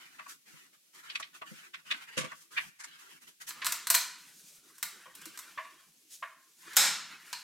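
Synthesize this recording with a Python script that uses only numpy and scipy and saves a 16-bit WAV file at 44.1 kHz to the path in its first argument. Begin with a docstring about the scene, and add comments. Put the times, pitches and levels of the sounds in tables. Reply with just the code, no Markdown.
"""In a small, hard room, a hand-turned pipe cutter circles a metal tube.
The cutting wheel grinds faintly in uneven strokes while the hand scuffs and bumps the handle.
Later the scraping becomes centred and hissier, the steel frame clicks and the handle knocks.
At last the metal breaks, and the tube parts with a loud, ringing snap."""
import sys
import numpy as np
from scipy import signal
from scipy.fft import rfft, irfft
from scipy.io import wavfile
from scipy.ndimage import uniform_filter1d, map_coordinates

SR = 44100
rng = np.random.default_rng(int(sys.argv[2]) if len(sys.argv) > 2 else 0)


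def materialize(psi):
    """Save the field psi as 16-bit PCM at rate SR to the path in sys.argv[1].

    A 1-D psi becomes a single channel; in a 2-D psi each row is a channel.
    """
    bounded = np.clip(np.atleast_2d(psi).T, -1, 1)
    quanta = np.round(bounded * 32767).astype(np.int16)
    wavfile.write(sys.argv[1], SR, quanta)


N = 327652
TIME = np.arange(N) / SR
AGE = TIME[:SR]  # seconds since a blow
# About here the wide, dry scraping becomes centred, hissier and slower to fade, and the rub brightens.
SHIFT_S, SHIFT_LENGTH_S = 3.42, 0.24

# Strokes of the cutter. Each row: start in seconds, length in seconds, grinding in dB, hiss in dB.
STROKES = [(-.01, 0.073, -51, -61), (0.05, 0.22, -60, -65.5), (0.275, 0.047, -55.5, -51.5),
           (0.452, 0.215, -58.5, -62), (0.718, 0.022, -62, -65.5), (0.929, 0.076, -55, -60),
           (1.021, 0.25, -54, -64), (1.326, 0.04, -54, -60), (1.45, 0.22, -52, -58.5),
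           (1.722, 0.078, -60, -70), (1.849, .19, -49, -59), (2.067, 0.27, -51, -62.5),
           (2.333, 0.11, -67, -61.5), (2.504, 0.18, -51.5, -55), (2.853, 0.11, -56, -69),
           (2.976, 0.19, -55.5, -59.5), (3.206, 0.037, -57.5, -57.5), (3.263, 0.017, -52, -51.5),
           (3.398, 0.021, -47.5, -50), (3.464, 0.019, -46, -40.5), (3.525, 0.76, -52.5, -62),
           (4.162, 0.43, -66, -59.5), (4.315, 0.22, -91, -56), (4.613, 0.31, -66, -63.5),
           (4.898, 0.81, -58.5, -63.5), (5.15, 0.38, -56, -60), (5.33, 0.031, -52, -56),
           (5.525, 0.29, -61, -67), (6.096, 0.024, -90, -46.5), (6.568, 0.34, -61.5, -57),
           (6.626, 0.33, -47.5, -61), (7.063, 0.071, -49.5, -64), (7.195, 0.26, -57, -59.5)]
# The tone of the hand rubbing. Each row: pitch in Hz, level in dB.
RUB_COLOUR = [(80, -35.5), (150, 4.5), (230, 0.5), (350, -1), (520, -12), (1200, -24.5), (16000, -86.5)]
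# The handle's modes, the notes it rings at. Each row: pitch in Hz, level in dB.
HANDLE_MODES = [(645, -7), (955, -5), (1084, -25), (1135, 6)]


def undb(db):
    """Turn decibels into a gain to multiply by."""
    return 10 ** (np.asarray(db) / 20)


def fade(t60):
    """A smooth dying away; t60 is the seconds it takes to fall by 60 dB."""
    return np.exp(-np.log(1000) * AGE / max(t60, .002))


def add(track, start_s, sound):
    """Mix a sound into a track at the given time."""
    start = max(int(start_s * SR), 0)
    part = sound[..., :N - start]
    track[..., start:start + part.shape[-1]] += part


def convolve(x, response):
    """Pass a stereo sound through a filter or an echo, keeping its length."""
    return signal.fftconvolve(x, np.atleast_2d(response), axes=-1)[:, :x.shape[-1]]


def colour(x, spectrum, tilt_db=0, tilt_from_hz=20, size=2048):
    """Shape a sound's tone along (Hz, dB) points, adding tilt_db per octave above tilt_from_hz."""
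    hz, db = np.transpose(spectrum)
    tilted_db = db + tilt_db * np.log2(np.maximum(hz, tilt_from_hz))
    octave = np.log2(np.maximum(np.fft.rfftfreq(size, 1 / SR), 10))
    cepstrum = irfft(np.log(undb(np.interp(octave, np.log2(hz), tilted_db))))
    # folding onto the first half keeps the filter from sounding before its input
    cepstrum[1:size // 2] *= 2
    cepstrum[size // 2 + 1:] = 0
    taps = irfft(np.exp(rfft(cepstrum)))
    return convolve(x, taps / np.linalg.norm(taps))


def noise(likeness, size=SR):
    """White stereo noise; left and right are unrelated at likeness 0 and the same at 1."""
    mid, side = rng.standard_normal((2, size))
    return np.sqrt((1 + likeness) / 2) * mid + np.sqrt((1 - likeness) / 2) * np.array([side, -side])


def walk(rate, size=N):
    """Random wandering around zero, gliding to a new value rate times a second."""
    steps = rng.standard_normal(size // 8)
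    return np.interp(TIME[:size] * rate, np.arange(len(steps)), steps)


def at_peak(x, db):
    """Scale a sound so that its loudest 4 milliseconds reach db."""
    power = uniform_filter1d(np.mean(x ** 2, axis=0), 176)
    return x * undb(db) / np.sqrt(power.max())


def mottle(x, depth_db, width_hz, span_s, size=512):
    """Make narrow bands of pitch swell and fade at random, giving a blotchy, watery texture."""
    hz, seconds, cells = signal.stft(x, SR, nperseg=size)
    place = np.meshgrid(hz / width_hz, seconds / span_s, indexing="ij")
    grid = rng.standard_normal([int(axis.max()) + 2 for axis in place])
    gain = undb(depth_db * map_coordinates(grid, place, order=1, mode="mirror"))
    _, mottled = signal.istft(cells * gain / np.sqrt(np.mean(gain ** 2)), SR, nperseg=size)
    return mottled[:, :x.shape[-1]]


def ring(modes, t60, spread):
    """A struck part's notes, the high ones dying sooner; spread puts left and right out of step."""
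    out = 0
    for hz, db in modes:
        phase = 2 * np.pi * (hz * AGE + rng.random())
        out = out + undb(db) * fade(t60 / (1 + hz / 16000)) * np.exp(1j * phase)
    out = np.imag(out * np.exp(1j * spread * np.array([[1], [-1]])))
    return out / np.sqrt(np.sum(out ** 2) / 2)


def diffuse(decays, side_db, build_s):
    """A dense tail of noise that builds up briefly and dies at its own pace in each band of pitch."""
    hz, t60s = np.transpose(decays)
    bin_hz = np.arange(SR // 2 + 1) + 1
    mid, side = rfft(rng.standard_normal((2, SR)))
    # long waves reach left and right more alike than short ones
    side = side * undb(side_db) * np.minimum(bin_hz / 8000, 1) ** .3
    bins = np.array([mid + side, mid - side])
    bands = [np.interp(np.log(bin_hz), np.log(hz), row) for row in np.eye(len(hz))]
    out = sum(irfft(bins * band) * fade(t60) for band, t60 in zip(bands, t60s))
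    out = out * (1 - fade(build_s))
    return out / np.sqrt(np.sum(out ** 2) / 2)


def crack(t60, spike):
    """One hard contact: a spike, a few milliseconds of rattling, then a quick dying away."""
    burst = noise(.8) * np.minimum(1.8 * fade(t60), 1)
    burst[:, 0] += spike
    return burst


def resound(burst, response, db):
    """Scale a ringing sound by the strength of the burst that sets it off."""
    return response * undb(db) * np.sqrt(np.sum(burst ** 2) / 2)


def narrow_lows(x, wide_from_hz=7560):
    """Draw lower pitches towards the middle: long waves reach left and right more alike."""
    mid, side = (x[0] + x[1]) / 2, (x[0] - x[1]) / 2
    share = np.clip(np.fft.rfftfreq(len(side), 1 / SR) / wide_from_hz, .25, 1)
    side = irfft(rfft(side) * share, len(side))
    return np.array([mid + side, mid - side])


def room_air():
    """The faint, steady hush of the room."""
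    # The tone of the air. Each row: pitch in Hz, level in dB.
    air_colour = [(75, -23), (280, -3), (620, -17), (1300, -12), (2400, 1), (12600, -1), (16000, -7)]
    return undb(-68) * colour(noise(0, size=N), air_colour)


def room_echo():
    """The hard walls throw sound back for about half a second."""
    # How the echo dies. Each row: pitch in Hz, seconds to fall by 60 dB.
    room_t60 = [(600, 0.45), (1400, 0.53), (4500, 0.5), (14000, 0.25)]
    return diffuse(room_t60, side_db=-7, build_s=.02)


def stroke_level(levels_db, rest_db):
    """Level in dB over time: each stroke takes hold, eases as the arm runs out of reach, then dies."""
    attack_s, sag_db_per_s, release_db_per_s = 0.022, 12.5, 409
    power = undb(rest_db) ** 2  # the wheel creeps between strokes
    for (start, length, *_), db in zip(STROKES, levels_db):
        age = np.maximum(TIME[::32] - start, 0)
        slowing = 2.55 if start > 3.5 else 1  # later strokes swell and fade more slowly
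        rise = np.minimum(age / (attack_s * slowing), 1)
        fall_db = sag_db_per_s * age + release_db_per_s / slowing * np.maximum(age - length, 0)
        power = power + (rise * undb(db - fall_db)) ** 2
    return np.interp(TIME, TIME[::32], 10 * np.log10(power))


def hand_rub(early, late, grind_db):
    """The hand's low rub swells with each stroke; later it is brighter and more centred."""
    wide = undb(-73) * colour(noise(0, size=N), RUB_COLOUR, tilt_db=2.5)
    centred = undb(-72) * colour(noise(0.91, size=N), RUB_COLOUR, tilt_db=4.0)
    rub = mottle(early * wide + late * centred, depth_db=8.5, width_hz=82.6, span_s=0.035)
    return rub * undb(0.31 * (grind_db - grind_db.mean()))


def burrs(per_second=90):
    """The wheel rides over tiny rough spots, each a soft, short blip of its own pitch and size."""
    out = np.zeros((2, N))
    age = AGE[:SR // 10]
    swell = age ** 2 * fade(0.04)[:len(age)]
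    for when, pitch, size, side in rng.random((int(per_second * N / SR), 4)):
        hz = 1150 * 2 ** (1.6 * pitch)
        phase = 2 * np.pi * hz * age + 2 * side * np.array([[1], [-1]])
        add(out, when * N / SR, size * swell * np.sin(phase))
    return out / np.std(out)


def cutting_wheel(early, late, grind_db, hiss_db):
    """The wheel grinds and hisses round the tube through tiny, uneven slips."""
    # The tones of the grinding and of the hiss. Each row: pitch in Hz, level in dB.
    grind_colour = [(200, -44.5), (700, -19), (980, -9), (1500, -2), (2100, -5), (2900, -6), (4500, -13),
                    (16000, -42)]
    hiss_colour = [(1000, -21.5), (3500, -4), (6500, 1), (13000, -4.5), (16000, -13.5)]
    slips = undb(0.7 * walk(600) + 1.7 * walk(45) + 1.2 * walk(14))
    coarse = slips * (early * noise(0, size=N) + late * noise(1.0, size=N))
    coarse = mottle(coarse, depth_db=5.5, width_hz=200, span_s=.04)
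    grind = colour(coarse, grind_colour) + undb(-6) * burrs()
    fine = slips * (early * noise(0, size=N) + late * noise(0.79, size=N))
    hiss = colour(mottle(fine, depth_db=1.6, width_hz=300, span_s=.03), hiss_colour)
    hiss_gain = np.hypot(undb(hiss_db + 1), late * undb(-69.5))  # later, more hiss fills the pauses
    return grind * undb(grind_db - 1) + hiss * hiss_gain


def turning():
    """Wheel and hand follow the same strokes, sounding wide at first and centred later."""
    _, _, grinds, hisses = np.transpose(STROKES)
    grind_db = stroke_level(grinds, rest_db=-86)
    hiss_db = stroke_level(hisses, rest_db=-75)
    shift = np.pi / 2 * np.clip((TIME - SHIFT_S) / SHIFT_LENGTH_S, 0, 1)
    early, late = np.cos(shift), np.sin(shift)
    return cutting_wheel(early, late, grind_db, hiss_db) + hand_rub(early, late, grind_db)


def hand_bumps():
    """The soft hand bumps the cutter and tube, waking their low notes with a thud."""
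    # Each row: start in seconds, level in dB, centre pitch in Hz, drop away from it in dB per octave.
    bumps = [(0.537, -50, 137, 10), (1.514, -37, 216, 15), (2.174, -26.5, 510, -1), (2.207, -32, 154, 18),
             (2.238, -32, 162, 3), (5.072, -53, 430, 8), (5.265, -44.5, 310, 40)]
    # The notes of the cutter and tube held together. Each row: pitch in Hz, level in dB.
    bump_modes = [(156, 13.5), (215, 7), (320, 2), (517, 14.5), (575, 5.5)]
    out = np.zeros((2, N))
    lowest_hz = bump_modes[0][0]
    for start, db, centre_hz, fall_db in bumps:
        spread = 1.2 if start < SHIFT_S else .3
        notes = 0
        for hz, mode_db in bump_modes:
            gain = undb(mode_db - fall_db * abs(np.log2(hz / centre_hz)))
            notes = notes + gain * ring([(hz, 0)], t60=0.078, spread=spread * (lowest_hz / hz) ** 0.57)
        rub = colour(noise(0) * fade(0.17), RUB_COLOUR)
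        thud = (at_peak(notes, 0) + at_peak(rub, -18)) * (1 - fade(0.14))
        add(out, start - .003, at_peak(thud, db - 6.5))
    return out


def hand_scuffs():
    """Each push on the handle is a quick swell of slips: a hollow scrape, grit and a brief ring."""
    # Each row: start in seconds, level in dB, centre pitch in Hz, share of grit in dB,
    # the handle's ring in dB relative to the level, fade time in seconds.
    scuffs = [(0.187, -37.5, 1820, -19, -8.5, 0.13), (0.261, -42, 1350, -13, -10.5, 0.075),
              (1.096, -33.5, 3150, -30, -24, 0.092), (1.152, -24, 2680, -17, -24.5, 0.064),
              (1.197, -35, 1600, -4.5, -9, 0.067), (1.225, -32, 2820, -41, -28, 0.084),
              (1.415, -38, 2030, -30, -2.5, 0.077), (1.738, -34, 2340, -20, -25, 0.093),
              (1.907, -20.5, 2420, -23, -22, 0.091), (1.94, -34, 1850, -26, -23, 0.075),
              (2.173, -23.5, 2280, -5, -17.5, 0.14), (2.205, -33, 2540, -9, -9, 0.12),
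              (2.239, -36, 2070, -10.5, -5, 0.13), (2.313, -36, 1520, -17, -10.5, 0.083),
              (2.569, -21, 2070, -28, -19, 0.12), (2.794, -39, 1630, -4.5, -26, 0.15),
              (2.838, -35.5, 1610, -2, -27, 0.07), (6.675, -55, 2850, -28, -20, 0.43)]
    # The tone of the grit. Each row: pitch in Hz, level in dB.
    grit_colour = [(600, -45), (3000, -6), (6500, 3), (11000, -5.5), (16000, -28)]
    # The hollow tone. Each row: octaves from the centre pitch, level in dB.
    hump = [(-1.5, -36), (-1, -9.9), (-.5, -2.7), (0, 0), (.5, -4), (1, -16), (2, -40), (15, -60)]
    out = np.zeros((2, N))
    size = SR // 5
    for start, db, centre_hz, grit_db, ring_db, t60 in scuffs:
        rise_s = .15 * t60
        rise = np.minimum(AGE / rise_s, 1) ** 2
        fall = np.minimum(fade(t60) * undb(60 * rise_s / t60), 1)  # begins once the rise is over
        slips = (rise * fall * undb(2 * walk(669, size=SR)))[:size]
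        body_colour = [(centre_hz * 2 ** octaves, level) for octaves, level in hump]
        body = colour(noise(0, size) * slips, body_colour)
        body = mottle(body, depth_db=4.5, width_hz=120, span_s=.08)
        grit = colour(noise(0, size) * slips, grit_colour)
        share = undb(grit_db)
        scrape = np.sqrt(1 - share ** 2) * body + share * grit
        handle = convolve(noise(0, size) * slips, ring(HANDLE_MODES, t60=0.06, spread=0))
        add(out, start - rise_s / 2, at_peak(scrape, db - 4.5) + at_peak(handle, db + ring_db))
    return out


def handle_knocks(room):
    """The handle takes up its slack with a dull knock that leaves it ringing."""
    # Each row: start in seconds, level in dB, tilt towards treble in dB per octave, ring in dB.
    knocks = [(3.617, -32.5, 7.5, -35), (5.057, -49, -4, -10.5), (5.576, -33.5, 0, -8),
              (5.646, -49.5, 2.5, -11), (6.225, -35, -1, -10.5)]
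    # The tone of a knock. Each row: pitch in Hz, level in dB.
    knock_colour = [(80, -53), (420, -28), (640, -2), (800, -16.5), (1110, 11), (1300, -5.5), (1650, 5),
                    (2400, -3.5), (3800, -16.5), (6000, -30.5), (16000, -75)]
    out = np.zeros((2, N))
    for start, db, tilt_db, ring_db in knocks:
        contact = noise(0.41) * fade(0.11) * (1 - fade(0.023))
        burst = at_peak(colour(contact, knock_colour, tilt_db), db)
        handle = resound(burst, ring(HANDLE_MODES, t60=0.34, spread=.15), ring_db)
        add(out, start - .001, burst + handle + undb(-7.5) * convolve(burst, room))
    return out


def frame_clicks(room, treble_hz=4500):
    """Steel parts jump against each other: a bright crack, the frame's ring and the room's echo."""
    # Each row: start in seconds, level in dB, tilt of the treble in dB per octave, ring in dB.
    clicks = [(3.491, -34, 2.5, -8), (3.507, -36.5, -13, -17), (3.646, -29, -3, -4), (3.657, -28.5, 4, -3),
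              (3.6662, -20.5, -2.5, -25), (3.722, -23, 0, -30), (3.87, -25, 0.5, -4.5),
              (3.902, -13.5, 2, -25), (3.908, -20, 2, -25), (3.943, -19, -2, -18), (3.949, -14, 1.5, -4.5),
              (4.782, -46, 2, -18), (4.828, -23.5, -0.5, -14), (5.152, -42, 2.5, -15),
              (5.216, -46.5, -3, -18), (5.256, -37, 1.5, -12), (5.375, -37.5, -2.5, -21),
              (5.39, -36, 0.5, -30), (6.733, -43, -3, -18), (7.3289, -30.5, -7, -3),
              (7.336, -35.5, -11.5, -2)]
    # The tone of a click and the notes of the frame. Each row: pitch in Hz, level in dB.
    click_colour = [(60, -51), (150, -13), (500, -27.5), (800, -12), (1000, 0.5), (1450, 2), (2800, -2.5),
                    (4200, -1), (5000, -1), (9000, 3), (10800, -4), (13200, 0.5), (16000, -9.5)]
    frame_modes = [(965, -4), (1474, -1), (4031, 1), (4090, 3), (4160, 3), (4228, 2), (4400, -1),
                   (4893, -4), (7781, -3), (7991, -4)]
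    out = np.zeros((2, N))
    for start, db, tilt_db, ring_db in clicks:
        contact = crack(t60=.035, spike=5.5)
        burst = at_peak(colour(contact, click_colour, tilt_db, tilt_from_hz=treble_hz), db - 2)
        # every contact wakes the notes in its own mix; a duller one wakes the highest less
        modes = [(hz, mode_db + 2 * rng.standard_normal() + tilt_db * np.log2(max(hz / treble_hz, 1)))
                 for hz, mode_db in frame_modes]
        # the loose joints rattle, which blurs the ring and drains its first strength quickly
        rattle = np.exp(.4 * walk(170, size=SR)) * (1 + 1.5 * fade(.16))
        frame = resound(burst, ring(modes, t60=0.68, spread=0.083) * rattle, ring_db - 6)
        # hard blows also shake one low, short note from the handle
        handle = resound(burst, ring([(674, 0)], t60=0.25, spread=1.0), -12.5 + .5 * db)
        add(out, start, burst + frame + handle + undb(-3.5) * convolve(burst, room))
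    return out


def tube_snap():
    """The last thread of metal breaks; the freed tube rings with clear notes and a dense wash of them."""
    # A small crack, then the tube parts. Each row: start in seconds, level in dB.
    breaks = [(6.76, -35), (6.767, -11)]
    # The snap's tone, the tube's clear notes, and the groups its other notes crowd into.
    # Each row: pitch in Hz, level in dB.
    snap_colour = [(60, -63), (150, -12), (440, -17), (520, -6), (950, -1.5), (1400, 1.5), (2800, 0),
                   (3800, -2), (7500, 2.5), (9000, -1.5), (9800, -7.5), (13000, -3), (16000, -17)]
    tube_modes = [(1475, -4), (3764, -2), (3841, 0), (4888, -2), (5297, 2), (5386, 1), (6443, -2),
                  (6647, -1), (7332, 0), (7581, -1), (11668, -5), (12692, -2)]
    tube_groups = [(3300, -2), (3850, 3), (4700, -2), (5330, 4.5), (5800, -3), (7400, 0)]
    # How the wash dies. Each row: pitch in Hz, seconds to fall by 60 dB.
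    wash_t60 = [(150, 0.77), (550, 0.44), (1400, 0.62), (4500, 0.56), (8000, 0.43), (14000, 0.29)]
    # the loosened ends chatter on for a moment, holding up the wash before it dies away
    chatter = undb(-7 * np.maximum(1 - AGE / 0.1, 0))
    out = np.zeros((2, N))
    for start, db in breaks:
        burst = at_peak(colour(crack(t60=0.041, spike=2.7), snap_colour, tilt_db=3.0), db - 4)
        wash = colour(diffuse(wash_t60, side_db=-6, build_s=.01), tube_groups)
        wash = mottle(wash, depth_db=4, width_hz=45, span_s=.4, size=1024)
        wash = colour(wash * chatter, snap_colour)
        notes = ring(tube_modes, t60=0.47, spread=0.1)
        add(out, start, burst + resound(burst, wash, db=8.24) + resound(burst, notes, db=-4))
    return out


def scene():
    """Cutter, hand and tube over the faint air of the room."""
    room = room_echo()
    handling = hand_scuffs() + hand_bumps()
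    blows = narrow_lows(frame_clicks(room) + handle_knocks(room) + tube_snap())
    return room_air() + turning() + handling + undb(-21.5) * convolve(handling, room) + blows


def record(dry, top_hz=16000):
    """Cut away the very highest treble."""
    return signal.sosfilt(signal.ellip(10, .2, 80, top_hz, fs=SR, output="sos"), dry)


dry = scene()
out = record(dry)
materialize(out)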